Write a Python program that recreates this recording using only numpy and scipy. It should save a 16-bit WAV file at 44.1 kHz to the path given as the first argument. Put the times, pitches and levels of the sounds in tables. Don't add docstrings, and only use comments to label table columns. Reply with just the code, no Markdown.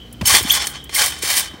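import sys
import numpy as np
from scipy import signal
from scipy.fft import rfft, irfft
from scipy.io import wavfile
from scipy.ndimage import uniform_filter1d

SR = 44100
rng = np.random.default_rng(int(sys.argv[2]) if len(sys.argv) > 2 else 0)


def materialize(psi):
    bounded = np.clip(np.atleast_2d(psi).T, -1, 1)
    quanta = np.round(bounded * 32767).astype(np.int16)
    wavfile.write(sys.argv[1], SR, quanta)


N = 70560


def undb(db):
    return 10 ** (np.asarray(db) / 20)


def unit(x):
    return x / np.sqrt(np.mean(x ** 2))


def times():
    return np.arange(N) / SR


def noise():
    return rng.standard_normal(N)


def wander(hz):
    step = max(int(SR / hz), 2)
    held = np.repeat(rng.standard_normal(N // step + 1), step)
    return unit(uniform_filter1d(held, step)[:N])


def shape(x, gain):
    hz = np.maximum(np.fft.rfftfreq(2 * N, 1 / SR), 1)
    return irfft(rfft(x, 2 * N) * gain(hz))[:N]


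def colour(x, points):
    hz, db = np.array(points).T
    return shape(x, lambda f: undb(np.interp(np.log(f), np.log(hz), db)))


def high_pass(x, hz):
    return signal.sosfilt(signal.butter(2, hz, "high", fs=SR, output="sos"), x)


def fade(start, t60):
    age = times() - start
    return (age >= 0) * np.exp(-np.log(1000) * np.abs(age) / t60)


def swell(start, length):
    progress = np.clip((times() - start) / length, 0, 1)
    return np.sqrt(np.abs(np.sin(np.pi * progress)))


DETUNE = 0.014


def ring(x, modes):
    hz = np.fft.rfftfreq(N, 1 / SR)
    random_phase = np.exp(2j * np.pi * rng.random(len(hz)))
    response = 0
    for centre, t60, db in modes:
        cluster = irfft(random_phase / (1 + ((hz / centre - 1) / DETUNE) ** 2), N)
        response = response + undb(db) * unit(fade(0, t60) * cluster)
    return signal.fftconvolve(x, response / np.sqrt(N))[:N]


# (pitch [Hz], time to fade by 60 dB [s], relative level [dB])
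FRAME_MODES = [(861, 0.031, -4.5), (1093, 0.01, -2.5), (1770, 0.057, -25.5), (2443, 0.032, 0.5),
               (3128, 0.048, 3), (3280, 0.023, -8.5), (3683, 0.073, -5), (4294, 0.048, 1),
               (5360, 0.034, -1.5), (5830, 0.033, -6), (8790, 0.033, -2.5), (9340, 0.032, -10),
               (10760, 0.05, 0), (12620, 0.015, 1)]
# (frequency [Hz], gain [dB])
STEEL_COLOUR = [(300, 11.5), (600, -4.5), (850, -5.5), (1400, -3), (1900, 2), (3300, -0.5), (4800, 1.5),
                (6200, 0), (7500, 1), (9500, 1.5), (11500, -5), (14000, -7.5), (15500, -2)]
FRAME_DB, RATTLE_DB, RATTLE_T60_S = -14.5, -5, 0.038


def steel(x):
    rattle_response = unit(noise() * fade(0, RATTLE_T60_S)) / np.sqrt(N)
    rattle = signal.fftconvolve(x, rattle_response)[:N]
    frame = ring(x, FRAME_MODES)
    return colour(x + undb(FRAME_DB) * frame + undb(RATTLE_DB) * rattle, STEEL_COLOUR)


# (time [s], level of lows [dB], level of mids [dB], level of treble [dB])
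STROKES = [
    [(.222, -49, -51.5, -45), (.25, -42, -38, -52), (.257, -37, -27, -17.5), (.28, -30.5, -16, -10),
     (.305, -21, -15, -18), (.352, -22, -12, -11.5), (.39, -26.5, -21, -21.5), (.425, -36, -30, -31.5),
     (.47, -35.5, -32.5, -38)],
    [(.495, -30.5, -29, -25), (.51, -33.5, -21, -20.5), (.535, -33, -20.5, -24.5), (.55, -28.5, -16, -17.5),
     (.58, -27, -24, -28.5), (.625, -31.5, -23.5, -45), (.67, -38, -35.5, -28.5), (.715, -43, -47, -38),
     (.76, -41, -36, -68), (.81, -51.5, -52, -70), (.885, -58, -71, -78)],
    [(.898, -61, -43.5, -48), (.93, -43.5, -36.5, -47), (.943, -36, -28, -26), (.952, -32, -18.5, -11),
     (.977, -32.5, -23.5, -19.5), (.99, -22, -16.5, -18), (1.015, -20.5, -15.5, -18),
     (1.07, -32, -24.5, -23), (1.105, -36.5, -29.5, -30), (1.16, -41, -38.5, -48)],
    [(1.219, -47, -36, -45), (1.226, -37.5, -25, -22.5), (1.248, -31.5, -23, -25.5), (1.285, -31, -22, -23),
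     (1.35, -30.5, -21, -19.5), (1.385, -31, -19.5, -14.5), (1.405, -32, -23, -23),
     (1.435, -40.5, -33, -35.5), (1.48, -41.5, -35.5, -46.5), (1.51, -48, -49.5, -56), (1.6, -45, -53, -85)],
]
BAND_EDGES = [620, 1790, 7980]
SLIPS_PER_S, SLIP_SCATTER_DB = 5000, 3.0
JUDDER_HZ, JUDDER_DB = 159.1, 1.4


def grinding():
    happens = rng.random(N) < SLIPS_PER_S / SR
    direction = rng.choice([-1, 1], N)
    strength = undb(SLIP_SCATTER_DB * np.minimum(rng.exponential(size=N), 4))
    slips = happens * direction * strength
    sound = steel(slips * undb(JUDDER_DB * wander(JUDDER_HZ)))

    def above(f, edge):
        return 1 / (1 + (edge / f) ** 6)

    curve = np.vstack(STROKES)
    moments = np.sort(curve[:, 0])
    out = 0
    for k, (low, high) in enumerate(zip(BAND_EDGES, BAND_EDGES[1:] + [SR])):
        band = unit(shape(sound, lambda f: above(f, low) - above(f, high)))
        out = out + band * undb(np.interp(times(), moments, curve[:, k + 1], left=-90))
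    return out


# (time [s], level before the steel shapes it [dB], treble tilt [dB per octave])
SNAPS = [(0.127, -37, 12.5), (.334, -25, -7.5), (0.341, -11, -7), (0.3488, -1.5, -3), (0.368, -5.5, -1.5),
         (0.429, -21.5, 9.5), (0.54, -12, 0.5), (0.622, -18.5, -1), (0.67, -12, 1.5), (0.755, -31, -6),
         (0.841, -38.5, 14.5), (.894, -29, -7), (1.061, -13, 7), (1.122, -24, -5), (1.189, -28.5, 0),
         (1.369, -11.5, 1), (1.383, -18, 8), (1.396, -14, 3)]
SNAP_T60_S, SNAP_LOW_HZ = 0.018, 700


def snaps():
    bursts = 0
    for start, db, tilt in SNAPS:
        burst = noise() * fade(start, SNAP_T60_S)
        tilted = shape(burst, lambda f: undb(tilt * np.log2(np.clip(f, 1500, 13000) / 6000)))
        bursts = bursts + undb(db) * tilted
    return high_pass(steel(bursts), SNAP_LOW_HZ)


# (time [s], length [s], pitch halfway [Hz], level [dB], level of the octave above the tone [dB])
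SQUEALS = [(.254, 0.0097, 3080, -17.5, -22), (0.256, 0.012, 5300, -18, -30),
           (0.262, 0.023, 6450, -20.5, -2), (0.497, 0.003, 2730, -15, -4), (.5, 0.0054, 3130, -11, -1.5),
           (.504, .007, 3343, -8, -14), (.508, 0.011, 3590, -20.5, -3.5), (0.512, 0.026, 13000, -14, -60),
           (.959, .014, 2135, -19, -10)]
SQUEAL_RISE_HZ_PER_S = 9000
PITCH_SCATTER_HZ, SQUEAL_ROUGH_DB, SCATTER_RATE_HZ = 61, 3.5, 596.9


def squeals():
    out = 0
    for start, length, hz, db, octave_db in SQUEALS:
        rise = SQUEAL_RISE_HZ_PER_S * np.clip(times() - start - length / 2, -length, length)
        pitch = hz + rise + PITCH_SCATTER_HZ * wander(SCATTER_RATE_HZ)
        phase = 2 * np.pi * np.cumsum(pitch) / SR
        octave = (hz < SR / 4) * undb(octave_db) * np.sin(2 * phase)
        tone = np.sqrt(2) * (np.sin(phase) + octave)
        level = undb(db + SQUEAL_ROUGH_DB * wander(SCATTER_RATE_HZ))
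        out = out + swell(start, length) ** 2 * level * tone
    return out


# (pitch [Hz], time to fade by 60 dB [s], relative level [dB])
COIL_MODES = [(3022, 1, -3.5), (3100, 0.99, -8), (3280, 1, -10.5), (3457, 0.35, 1), (3723, 0.68, 0.5),
              (8170, 0.19, 2.5)]
COIL_DB, COIL_IDLE_DB = -26.5, -52.5
COIL_EARLIER_DB, COIL_EARLIER_T60_S = -42.5, 0.22
COIL_FLUTTER_HZ, COIL_FLUTTER_DB = 70.2, 2.0


def coils(contacts):
    shiver = unit(ring(noise(), COIL_MODES[:3])[::-1])
    leftover = undb(COIL_EARLIER_DB) * fade(0, COIL_EARLIER_T60_S)
    rest = shiver * (undb(COIL_IDLE_DB) + leftover)
    flutter = undb(COIL_FLUTTER_DB * wander(COIL_FLUTTER_HZ))
    return (undb(COIL_DB) * ring(contacts, COIL_MODES) + rest) * flutter


# (time [s], middle pitch [Hz], length [s], level [dB])
THUMPS = [(0.213, 196.5, 0.016, -17.5), (.226, 600, 0.0061, -25), (0.23, 79, 0.015, -15.5),
          (.32, 83, 0.016, -22), (0.407, 364, 0.0075, -24), (0.413, 97, 0.021, -25),
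          (0.449, 234, 0.008, -17.5), (1.233, 414, 0.0058, -21.5), (1.54, 272, 0.0066, -29)]
THUMP_SAG = 0.22


def thumps():
    out = 0
    for start, hz, length, db in THUMPS:
        age = np.clip(times() - start, 0, length)
        cycles = hz * age * (1 + THUMP_SAG * (1 - age / length))
        out = out + undb(db) * swell(start, length) * np.sin(2 * np.pi * cycles)
    return out


# (time [s], level [dB])
SLAPS = [(0.212, -23), (0.2142, -17.5)]
# (frequency [Hz], relative gain [dB])
SLAP_COLOUR = [(200, 14.5), (600, -10), (1100, 6.5), (1450, -5.5), (2300, 0), (3500, -4.5), (8000, -16.5),
               (15000, -28)]
SLAP_T60_S = 0.036


def slaps():
    slap = unit(colour(noise(), SLAP_COLOUR))
    return slap * sum(undb(db) * fade(start, SLAP_T60_S) for start, db in SLAPS)


# (time [s], firing rate [Hz], level [dB])
ENGINE = [(0, 59.2, -54), (0.101, 59, -38.5), (0.498, 66.78, -37), (.65, 67.98, -42), (0.979, 71.9, -42),
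          (1.3, 79.13, -44.5), (1.6, 82.2, -46)]
# (multiple of the firing rate, relative level [dB])
ENGINE_HARMONICS = [(1, -0.5), (2, -7), (3, -12), (4, -7.5), (5, -12.5)]
ENGINE_ROUGH_DB = 0.5


def engine():
    moments, hz, db = np.array(ENGINE).T
    firing_hz = np.interp(times(), moments, hz) * (1 + 0.0071 * wander(19.8))
    phase = 2 * np.pi * np.cumsum(firing_hz) / SR
    tone = 0
    for multiple, harmonic_db in ENGINE_HARMONICS:
        level = undb(harmonic_db + ENGINE_ROUGH_DB * wander(12.04))
        tone = tone + level * np.sin(round(multiple) * phase + 2 * np.pi * rng.random())
    return unit(tone) * undb(np.interp(times(), moments, db))


# (frequency [Hz], relative gain [dB])
GARDEN_COLOUR = [(20, -39), (38, -32), (55, 8), (90, -5.5), (160, -7), (280, -11), (450, -12),
                 (1000, -22.5), (2000, -23.5), (4000, -26.5), (5500, -31.5), (10000, -39.5), (16000, -38)]
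GARDEN_DB = -42


def garden():
    return undb(GARDEN_DB) * unit(colour(noise(), GARDEN_COLOUR))


def scene():
    contacts = grinding() + snaps() + squeals()
    trampoline = contacts + coils(contacts) + thumps() + slaps()
    return (trampoline + engine() + garden())[None]


LOW_CUT_HZ, TOP_HZ, CLIP_LEVEL = 57, 15750, .85


def record(dry):
    clipped = np.clip(high_pass(dry, LOW_CUT_HZ), -CLIP_LEVEL, CLIP_LEVEL)
    return signal.sosfilt(signal.ellip(10, .2, 80, TOP_HZ, fs=SR, output="sos"), clipped)


dry = scene()
out = record(dry)
materialize(out)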